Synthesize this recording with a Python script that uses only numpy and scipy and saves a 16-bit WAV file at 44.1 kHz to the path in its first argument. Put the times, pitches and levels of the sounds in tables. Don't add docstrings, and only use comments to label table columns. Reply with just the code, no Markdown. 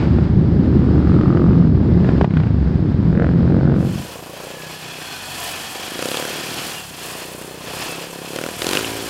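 import sys
import numpy as np
from scipy import signal
from scipy.fft import rfft, irfft, next_fast_len
from scipy.io import wavfile
from scipy.ndimage import uniform_filter1d, minimum_filter1d, map_coordinates

SR = 44100
rng = np.random.default_rng(int(sys.argv[2]) if len(sys.argv) > 2 else 0)


def file_out(sig):
    cols = np.atleast_2d(sig).T
    lim = np.clip(cols, -1, 1)
    pcm = np.round(lim * 32767).astype(np.int16)
    wavfile.write(sys.argv[1], SR, pcm)


N = 400867
TIME = np.arange(N) / SR
SIZE = next_fast_len(N + SR // 2)
FREQ = np.maximum(np.arange(SIZE // 2 + 1) * SR / SIZE, 1)

# time in seconds, firings per second.
OWN_SPEED = [(0.0, 37.31), (0.42, 35.43), (0.58, 43.82), (0.85, 43.46), (1.1, 43.18), (1.35, 43.45),
             (1.5, 44.41), (1.65, 41.69), (1.8, 35.49), (2.0, 34.8), (2.2, 31.77), (2.34, 32.72),
             (2.5, 26.91), (2.66, 21.34), (2.85, 31.87), (3.05, 39.29), (3.22, 43.98), (3.42, 42.21),
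             (3.55, 45.5), (3.95, 46.5)]
# time in seconds, firings per second.
CLIMB_SPEED = [(3.8, 27.89), (4.45, 28.8), (4.62, 31.64), (5.05, 30.54), (5.2, 21.81), (5.47, 24.31),
               (5.87, 24.06), (6.16, 36.87), (6.76, 39.88), (6.97, 27.91), (7.27, 30.9), (7.7, 30.95),
               (8.0, 34.0), (8.28, 34.06), (8.47, 41.11), (8.57, 35.94), (8.82, 55.5), (9.08, 56.21)]
# time in seconds, opening from 0 to 1.
THROTTLE = [(4.5, 0.72), (4.8, 0.33), (5.02, 0.4), (5.17, 0), (5.68, 0), (5.8, 0.26), (5.95, 0.8),
            (6.35, 0.75), (6.68, 0.56), (6.85, 0.04), (7.15, 0.65), (8.3, 0.72), (8.48, 0.75), (8.53, 0.43),
            (8.85, 0.8), (9.08, 0.82)]
OWN_START = .96
# (from s, to s)
FADE_OUT_S, FADE_IN_S = (3.69, 4.075), (3.73, 4.113)


def undb(db):
    return 10 ** (np.asarray(db) / 20)


def unit(x):
    return x / np.sqrt(np.mean(x ** 2))


def power_sum(*gains):
    return np.sqrt(sum(g ** 2 for g in gains))


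def curves(table):
    s, *columns = np.transpose(table)
    return [np.interp(TIME, s, c) for c in columns]


def fade(span):
    return np.interp(TIME, span, [0, 1])


def noise():
    return rng.standard_normal(N)


def walk(rate):
    points = rng.standard_normal(4096)
    return unit(np.interp(TIME * rate, np.arange(len(points)), points))


def colour(x, points):
    hz, db = np.transpose(points)
    response = undb(np.interp(np.log(FREQ), np.log(hz), db))
    return irfft(rfft(x, SIZE) * response, SIZE)[:N]


def ring(x, modes, low_hz, high_hz):
    response = sum(undb(db) / (1 + 1j * (FREQ - hz ** 2 / FREQ) / width) for hz, width, db in modes)
    skirts = 1 / np.sqrt((1 + (low_hz / FREQ) ** 6) * (1 + (FREQ / high_hz) ** 6))
    return irfft(rfft(x, SIZE) * response * skirts, SIZE)[:N]


def echo(x, lag, gain):
    return x + gain * np.interp(TIME - lag, TIME, x, left=0)


def drift(x, share, rate):
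    return map_coordinates(x, [np.cumsum(1 + share * walk(rate))], mode="mirror")


def firings(speed, start, scatter_db, jitter):
    hz, = curves(speed)
    turns = start + np.cumsum(hz) / SR
    times = np.interp(np.arange(1, int(turns[-1]) + 1), turns, TIME)
    chance = rng.standard_normal((len(times), 2))
    slipped = times + jitter * chance[:, 0]
    at = np.clip((slipped * SR).astype(int), 0, N - 1)
    strength = undb(scatter_db * chance[:, 1]) / np.sqrt(hz[at])
    return np.bincount(at, strength, N)


def puffs(pulses, decay, lead):
    age = TIME[:SR // 20] / decay
    gate = signal.fftconvolve(pulses, age * np.exp(-age))[:N]
    return noise() * np.interp(TIME + lead, TIME, gate)


def rasp(gas, hz, width_hz):
    b, a = signal.iirpeak(hz, hz / width_hz, fs=SR)
    once = signal.lfilter(b, a, gas)
    return unit(signal.lfilter(b, a, once))


def muffled_quads():
    # time in seconds, firings per second.
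    other_speed = [(0.0, 24.96), (0.3, 27.18), (0.75, 25.61), (1.2, 24.25), (1.55, 23.92), (1.95, 26.04),
                   (2.1, 23.01), (2.5, 19.7), (2.7, 21.02), (3.15, 21.78), (3.4, 24.92), (3.65, 28.21),
                   (3.9, 25.12)]
    # centre in Hz, width in Hz, relative level in dB.
    own_pipe = [(83, 89, -9.5), (159.6, 54, 10), (253, 72, -1.5)]
    other_pipe = [(74, 24, 6), (116, 260, -5), (168.6, 31, 3.5)]
    body_modes = [(254, 30, 1), (317.5, 40, 9), (356, 20, 0)]
    growl_modes = [(463, 76, 9.5), (513, 130, -4.5), (634, 130, -8.5)]
    # frequency in Hz, relative level in dB.
    rumble_colour = [(20, -12.5), (45, -19), (54, -16), (70, 2), (170, 3.5), (260, -2.5), (380, -8),
                     (470, -20), (900, -35), (2000, -76)]
    hiss_colour = [(300, 12.5), (800, 15.5), (1700, 8.5), (2500, 0.5), (3500, -2), (5000, -4),
                   (5900, -15.5), (8000, -21), (10000, -38), (15000, -44.5)]
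    # time in seconds, gain in dB.
    overrun = [(1.4, -6), (1.62, -3.5), (1.85, -5), (2.22, 5.5), (2.31, 4), (2.45, 2), (2.65, 3),
               (2.8, 2.5)]
    # time in seconds, gain in dB.
    lull_rows = [(2.24, 6), (2.275, -7), (2.33, -3), (2.39, 0.5), (2.6, 1), (2.75, 2.5)]
    # time in seconds, level in dB.
    tyre_rows = [(0, -31.5), (.17, -39), (.5, -41), (.95, -38), (1.5, -39), (1.75, -41), (2.15, -36.5),
                 (2.8, -39.5), (3.7, -38)]
    boom_db, rumble_db, at_hz = -20, -19, 41
    boom_db_per_hz, rumble_db_per_hz = 0.24, 0.22
    other_db = -22.5

    body_gain, growl_gain, rasps = surges()
    revs = curves(OWN_SPEED)[0] - at_hz
    lull = undb(curves(lull_rows)[0])
    own = firings(OWN_SPEED, start=OWN_START, scatter_db=1., jitter=.00008)
    other = firings(other_speed, start=.17, scatter_db=1., jitter=.0001)
    own_gain = undb(boom_db + boom_db_per_hz * revs + curves(overrun)[0])
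    boom = own_gain * unit(ring(-own, own_pipe, low_hz=60, high_hz=240))
    boom += lull * undb(other_db) * unit(ring(-other, other_pipe, low_hz=54, high_hz=262))
    body = unit(ring(-own - 0.35 * other, body_modes, low_hz=238, high_hz=382))
    flow = .7 * noise() - unit(own)
    growl = unit(ring(flow, growl_modes, low_hz=434, high_hz=734))
    rumble = lull * unit(colour(noise(), rumble_colour)) * undb(0.98 * walk(21.96))
    gas = unit(own) + .25 * unit(puffs(own, decay=.0012, lead=.001)) + .35 * noise()
    engines = boom + undb(rumble_db + rumble_db_per_hz * revs) * rumble
    engines += body_gain * body + growl_gain * growl
    engines += sum(gain * rasp(gas, hz, width_hz) for gain, hz, width_hz in rasps)
    hiss = unit(colour(noise(), hiss_colour)) * undb(0.88 * walk(25.04))
    tyres = np.sqrt(lull) * undb(curves(tyre_rows)[0]) * hiss
    return (engines + tyres) * (1 - fade(FADE_OUT_S))


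def surges():
    # peak in seconds, half-length in seconds, exhaust body in dB, growl in dB, rasp in dB,
    # rasp pitch in Hz, rasp width in Hz.
    surge_rows = [(0.018, 0.041, -44, -45, -43.5, 2390, 600), (0.043, 0.14, -41, -45, -57, 1280, 300),
                  (.949, 0.23, -27.5, -40, -43.5, 1290, 280), (1.365, 0.19, -25, -34, -34.5, 1230, 328),
                  (1.975, 0.17, -28, -36, -48, 1180, 295), (3.218, 0.047, -30, -24, -31.5, 1550, 553),
                  (3.69, 0.21, -26.5, -28, -40.5, 1400, 566)]
    cruise_body_db, cruise_growl_db, cruise_rasp_db = -43.5, -42, -53.5
    cruise_rasp_hz, cruise_rasp_width_hz = 1460, 410

    peak, half, body_db, growl_db, rasp_db, hz, width_hz = np.transpose(surge_rows)[:, :, None]
    swell = np.exp(-.5 * ((TIME - peak) / half) ** 2)
    body = power_sum(undb(cruise_body_db), *(swell * undb(body_db)))
    growl = power_sum(undb(cruise_growl_db), *(swell * undb(growl_db)))
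    cruise = (undb(cruise_rasp_db), cruise_rasp_hz, cruise_rasp_width_hz)
    return body, growl, [cruise, *zip(swell * undb(rasp_db), hz[:, 0], width_hz[:, 0])]


def pops():
    # time in seconds, crack level in dB, body level in dB.
    pop_rows = [(.186, -23.5, -8), (1.211, -20, -20), (1.371, -20.5, -19), (1.485, -27, -12),
                (1.531, -27, -24), (2.046, -21.5, -12), (2.09, -16, -7), (2.18, -24, -22), (2.212, -10, 3),
                (2.2447, -14.5, -1.5), (2.307, -24, -28), (2.338, -24.5, -23), (2.37, -15.5, -15),
                (2.401, -20.5, -12), (2.435, -23, -23), (2.47, -25.5, -28), (3.505, -26, -13),
                (3.724, -34, -12)]
    # centre in Hz, width in Hz, relative level in dB.
    crack_modes = [(940, 1200, 12.5), (1430, 120, 8.5), (2050, 100, -30.5), (2750, 200, -15.5)]
    body_modes = [(168, 88, 7.5), (385, 310, 5.5), (650, 280, -2.5)]

    s, crack_db, body_db = np.transpose(pop_rows)
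    cracks, thumps = (np.bincount((s * SR).astype(int), undb(db), N) for db in (crack_db, body_db))
    crack = ring(cracks, crack_modes, low_hz=700, high_hz=2730)
    gas = ring(puffs(cracks, decay=.0018, lead=.0003), crack_modes, low_hz=700, high_hz=2700)
    body = ring(-thumps, body_modes, low_hz=90, high_hz=910)
    sharp = undb(crack_db.max()) * (crack + gas / 3) / np.abs(crack).max()
    return sharp + undb(body_db.max()) * body / np.abs(body).max()


def open_exhaust():
    # centre in Hz, width in Hz, relative level in dB.
    drone_modes = [(81.3, 33, -24), (108, 55, 0), (166, 40, 25), (200, 290, -5)]
    thump_modes = [(279, 140, 7), (375, 160, 9.5), (497, 39, 4), (720, 37, -10)]
    # frequency in Hz, relative level in dB.
    crack_colour = [(300, -10), (800, -5), (1400, 4.5), (2000, -3), (2900, -1.5), (4000, -6.5),
                    (6000, -5.5), (10000, -11), (15000, -20)]
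    bank_colour = [(100, -15.5), (300, -6.5), (520, 1.5), (750, -6.5), (1050, -6.5), (1300, -16.5),
                   (4000, -27.5)]
    # time in seconds, dB relative to the direct thump.
    banks = [(4.1, 5), (4.45, 7.5), (5.0, -4), (6.0, -12.5), (6.7, -12), (7.2, 0.5), (7.8, 3), (8.4, -7.5)]
    thump_db, thump_rise_db = -51, 22
    drone_db, drone_rise_db = -46.5, 6
    crack_db, crack_rise_db = -68, 17
    best_hz, range_hz = 38, 9.7
    stab_drone_db = -15.5

    opening, = curves(THROTTLE)
    stab_thump, stab_crack, barks = stabs()
    off_best = (curves(CLIMB_SPEED)[0] - best_hz) / range_hz
    thump_gain = power_sum(undb(thump_db + thump_rise_db * opening), stab_thump)
    steady_drone = undb(drone_db + drone_rise_db * opening) / np.hypot(1, off_best ** 2)
    drone_gain = power_sum(steady_drone, undb(stab_drone_db) * stab_thump)
    crack_gain = power_sum(undb(crack_db + crack_rise_db * opening), stab_crack)
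    scattered = undb(curves(banks)[0])
    pulses = firings(CLIMB_SPEED, start=0, scatter_db=.8, jitter=.00006)
    thump = unit(ring(echo(-pulses, lag=0.007, gain=-0.023), thump_modes, low_hz=192, high_hz=550))
    drone = unit(ring(-pulses, drone_modes, low_hz=69.4, high_hz=240))
    crack = unit(colour(puffs(pulses, decay=0.0011, lead=0.0011), crack_colour))
    bark = sum(gain * rasp(-pulses, hz, width_hz=164) for gain, hz in barks)
    tail = unit(colour(puffs(pulses, decay=0.009, lead=0.0037), bank_colour))
    sound = thump_gain * (thump + scattered * tail) / np.hypot(1, scattered)
    sound += drone_gain * drone + crack_gain * crack + bark
    return sound * fade(FADE_IN_S)


def stabs():
    # start in seconds, hold in seconds, thump in dB, crack in dB, bark in dB, bark pitch in Hz.
    stab_rows = [(5.755, 0.0048, -38, -55, -55, 450), (5.998, 0.25, -31.5, -33.5, -35.5, 500),
                 (8.357, 0.12, -29.5, -34.5, -37.5, 503), (8.629, 0.16, -26.5, -29, -42.5, 363)]
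    attack_s, release_s = 0.016, 0.033

    start, hold, thump_db, crack_db, bark_db, hz = np.transpose(stab_rows)[:, :, None]
    before = np.maximum(start - TIME, 0)
    after = np.maximum(TIME - start - hold, 0)
    shape = np.exp(-before / attack_s - after / release_s)
    thump, crack = (np.sum(shape * undb(db), axis=0) for db in (thump_db, crack_db))
    return thump, crack, zip(shape * undb(bark_db), hz[:, 0])


def snaps():
    # time in seconds, peak in dB, ring in Hz, ring width in Hz.
    snap_rows = [(6.0256, -15.5, 2630, 2520), (6.0865, -18, 3700, 1300), (6.1145, -19, 3770, 1300),
                 (6.1703, -15.5, 3300, 900), (8.359, -26, 1400, 1500), (8.3862, -16.5, 1350, 1500),
                 (8.4127, -25, 1300, 1400), (8.4376, -12.5, 1400, 1500), (8.462, -19, 1300, 1200),
                 (8.6191, -10.5, 2740, 1300), (8.6446, -15, 2870, 3500), (8.6671, -11, 2920, 3510),
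                 (8.6894, -8.5, 3480, 3200), (8.7105, -13, 2600, 1490), (8.732, -10, 4200, 4500),
                 (8.7519, -8, 3000, 2400), (8.7708, -4.5, 2930, 805), (8.8447, -13.5, 2750, 900)]
    decay_s = .0008
    out, age = np.zeros(N), TIME[:SR // 30] / decay_s
    for s, db, hz, width_hz in snap_rows:
        jet = rng.standard_normal(len(age)) * age * np.exp(-age)
        snap = rasp(jet, hz, width_hz)
        at = int(s * SR)
        out[at:at + len(age)] += undb(db) * snap / np.abs(snap).max()
    return out


def pipe_notes():
    # peak in seconds, half-length in seconds, multiple of the firing rate, level in dB.
    notes = [(1.151, 0.2, 7, -27), (1.394, 0.061, 8, -22), (1.605, 0.14, 4, -13), (1.921, 0.07, 5, -21.5),
             (2.38, 0.052, 5, -18.5), (2.47, 0.091, 4, -18.5), (2.567, 0.15, 3, -15),
             (4.723, 0.15, 5, -46.5), (6.82, 0.083, 5, -50), (8.154, 0.14, 5, -49), (8.84, 0.26, 5, -41),
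             (8.95, 0.14, 2, -40), (8.955, 0.18, 7, -41), (8.95, 0.12, 6, -52)]
    peak, half, multiple, db = np.transpose(notes)[:, :, None]
    own, climb = (np.cumsum(curves(speed)[0]) / SR for speed in (OWN_SPEED, CLIMB_SPEED))
    turns = np.where(TIME < CLIMB_SPEED[0][0], OWN_START + own, climb)
    swell = np.exp(-.5 * ((TIME - peak) / half) ** 2)
    return -np.sum(swell * undb(db) * np.cos(2 * np.pi * np.round(multiple) * turns), axis=0)


def running_gear():
    # time in seconds, chain and engine clatter in dB, grit hiss in dB.
    roll = [(3.98, -30.5, -43.5), (4.22, -40, -49.5), (4.7, -34.5, -47), (5.24, -32, -43),
            (5.44, -27, -35.5), (5.55, -30.5, -39.5), (5.9, -30.5, -41.5), (6.17, -27, -37),
            (6.5, -29.5, -40), (6.7, -29, -37.5), (6.93, -37, -45), (7.05, -32, -40), (7.22, -32.5, -41),
            (7.33, -37.5, -43.5), (7.56, -38, -48.5), (7.82, -29, -39.5), (8.1, -35.5, -45),
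            (8.55, -32, -41.5), (8.72, -27, -35), (8.92, -29.5, -39.5)]
    # centre in Hz, width in Hz, relative level in dB.
    casing_modes = [(735, 120, 2.5), (983, 29, 1), (1760, 100, -4), (2480, 22, -16), (2510, 33, -2.5),
                    (2618, 20, 2.5), (2990, 55, -1), (3110, 53, -3.5), (3337, 90, -5), (4240, 15, 0.5),
                    (4350, 46, -5), (4600, 100, -19), (7440, 83, -7), (11350, 60, -6.5)]
    # frequency in Hz, relative level in dB.
    clatter_colour = [(25, -38), (60, -6), (150, 2), (400, 3), (800, -1), (1200, 2.5), (2100, -1),
                      (2800, 3), (3800, -3), (5200, -2.5), (7000, -9.5), (12000, -32)]
    grit_colour = [(2000, -13), (5000, -9.5), (7000, 4), (9500, 4.5), (12000, 1), (14000, -1), (15800, -8)]
    casing_db, casing_slack_db = -8.5, 2.5
    tank_lag_s, tank_sway, tank_gain = 0.001192, 0.043, 0.13

    clatter_db, grit_db = curves(roll)
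    slack = 1 - curves(THROTTLE)[0]
    strength = np.minimum(rng.exponential(size=N), 6)
    ticks = noise() * undb(2.6 * strength)
    casing = unit(ring(ticks * undb(2.0 * walk(160)), casing_modes, low_hz=487, high_hz=13000))
    casing = drift(casing, share=.004, rate=3)
    clatter = unit(colour(noise(), clatter_colour)) * undb(1.35 * walk(130) + 1.0 * walk(7))
    grit = unit(colour(noise(), grit_colour)) * undb(1.66 * walk(190) + 0.45 * walk(10))
    crack_gain = stabs()[1]
    share = 1 / np.hypot(1, 0.1 * crack_gain / undb(clatter_db))
    metal = undb(casing_db + casing_slack_db * slack) * casing + undb(-1.5) * clatter
    sound = undb(clatter_db) * metal + undb(grit_db + 2.04) * grit
    sound = echo(sound, lag=tank_lag_s * (1 + tank_sway * walk(2.4)), gain=tank_gain)
    return (share * sound + whines()) * fade(FADE_IN_S)


def whines():
    # peak in seconds, half-length in seconds, pitch in Hz, glide in Hz per second, level in dB.
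    whine_rows = [(4.681, .16, 1695, 48.5, -41.5), (5.051, 0.14, 3380, -350, -39.5),
                  (5.153, .17, 1520, -550, -40.5), (5.201, 0.17, 4350, 301, -41),
                  (5.359, 0.41, 2507, -100, -41), (5.4, .1, 996, 250, -39), (5.5, .25, 1760, 100, -42),
                  (6.1, .55, 3286, -1.5, -40), (6.6, 0.11, 4430, 300.5, -42),
                  (6.737, 0.097, 2860, -1200, -38), (7.881, .1, 2620, 0, -38)]
    out = 0
    for peak, half, hz, glide, db in whine_rows:
        pitch = (hz + glide * (TIME - peak)) * (1 + .008 * walk(13))
        phase = 2 * np.pi * np.cumsum(pitch) / SR
        width = .04 * hz
        band = unit(walk(width) * np.sin(phase) + walk(width) * np.cos(phase))
        swell = np.exp(-.5 * ((TIME - peak) / half) ** 2)
        out = out + swell * undb(db) * band / np.sqrt(2)
    return out


def quad_ahead():
    # time in seconds, firings per second, level in dB.
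    ahead = [(4, 36, -39), (4.4, 40, -54), (5, 45, -55), (5.2, 47, -46.5), (5.45, 43, -43), (5.65, 48, -49),
             (6.4, 40, -55), (6.9, 34, -46.5), (7.18, 30, -49), (7.5, 35, -50), (7.801, 39, -41.5),
             (8.1, 41, -62), (8.6, 38, -42)]
    # centre in Hz, width in Hz, relative level in dB.
    ahead_pipe = [(84, 97, -4), (234, 59, -12)]
    pulses = firings([row[:2] for row in ahead], start=0, scatter_db=.8, jitter=.0001)
    hum = unit(ring(-pulses, ahead_pipe, low_hz=55, high_hz=260))
    return undb(curves(ahead)[1]) * hum * fade(FADE_IN_S)


def scene():
    ridden = muffled_quads() + pops() + open_exhaust() + snaps() + pipe_notes()
    return (ridden + running_gear() + quad_ahead())[None]


def record(dry):
    top_hz = 15750
    gain = np.minimum(1, undb(-2.0) / (np.abs(dry) + 1e-9))
    gain = uniform_filter1d(minimum_filter1d(gain, size=200), size=200)
    low_pass = signal.ellip(10, .2, 80, top_hz, fs=SR, output="sos")
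    return signal.sosfilt(low_pass, dry * gain)


dry = scene()
out = record(dry)
file_out(out)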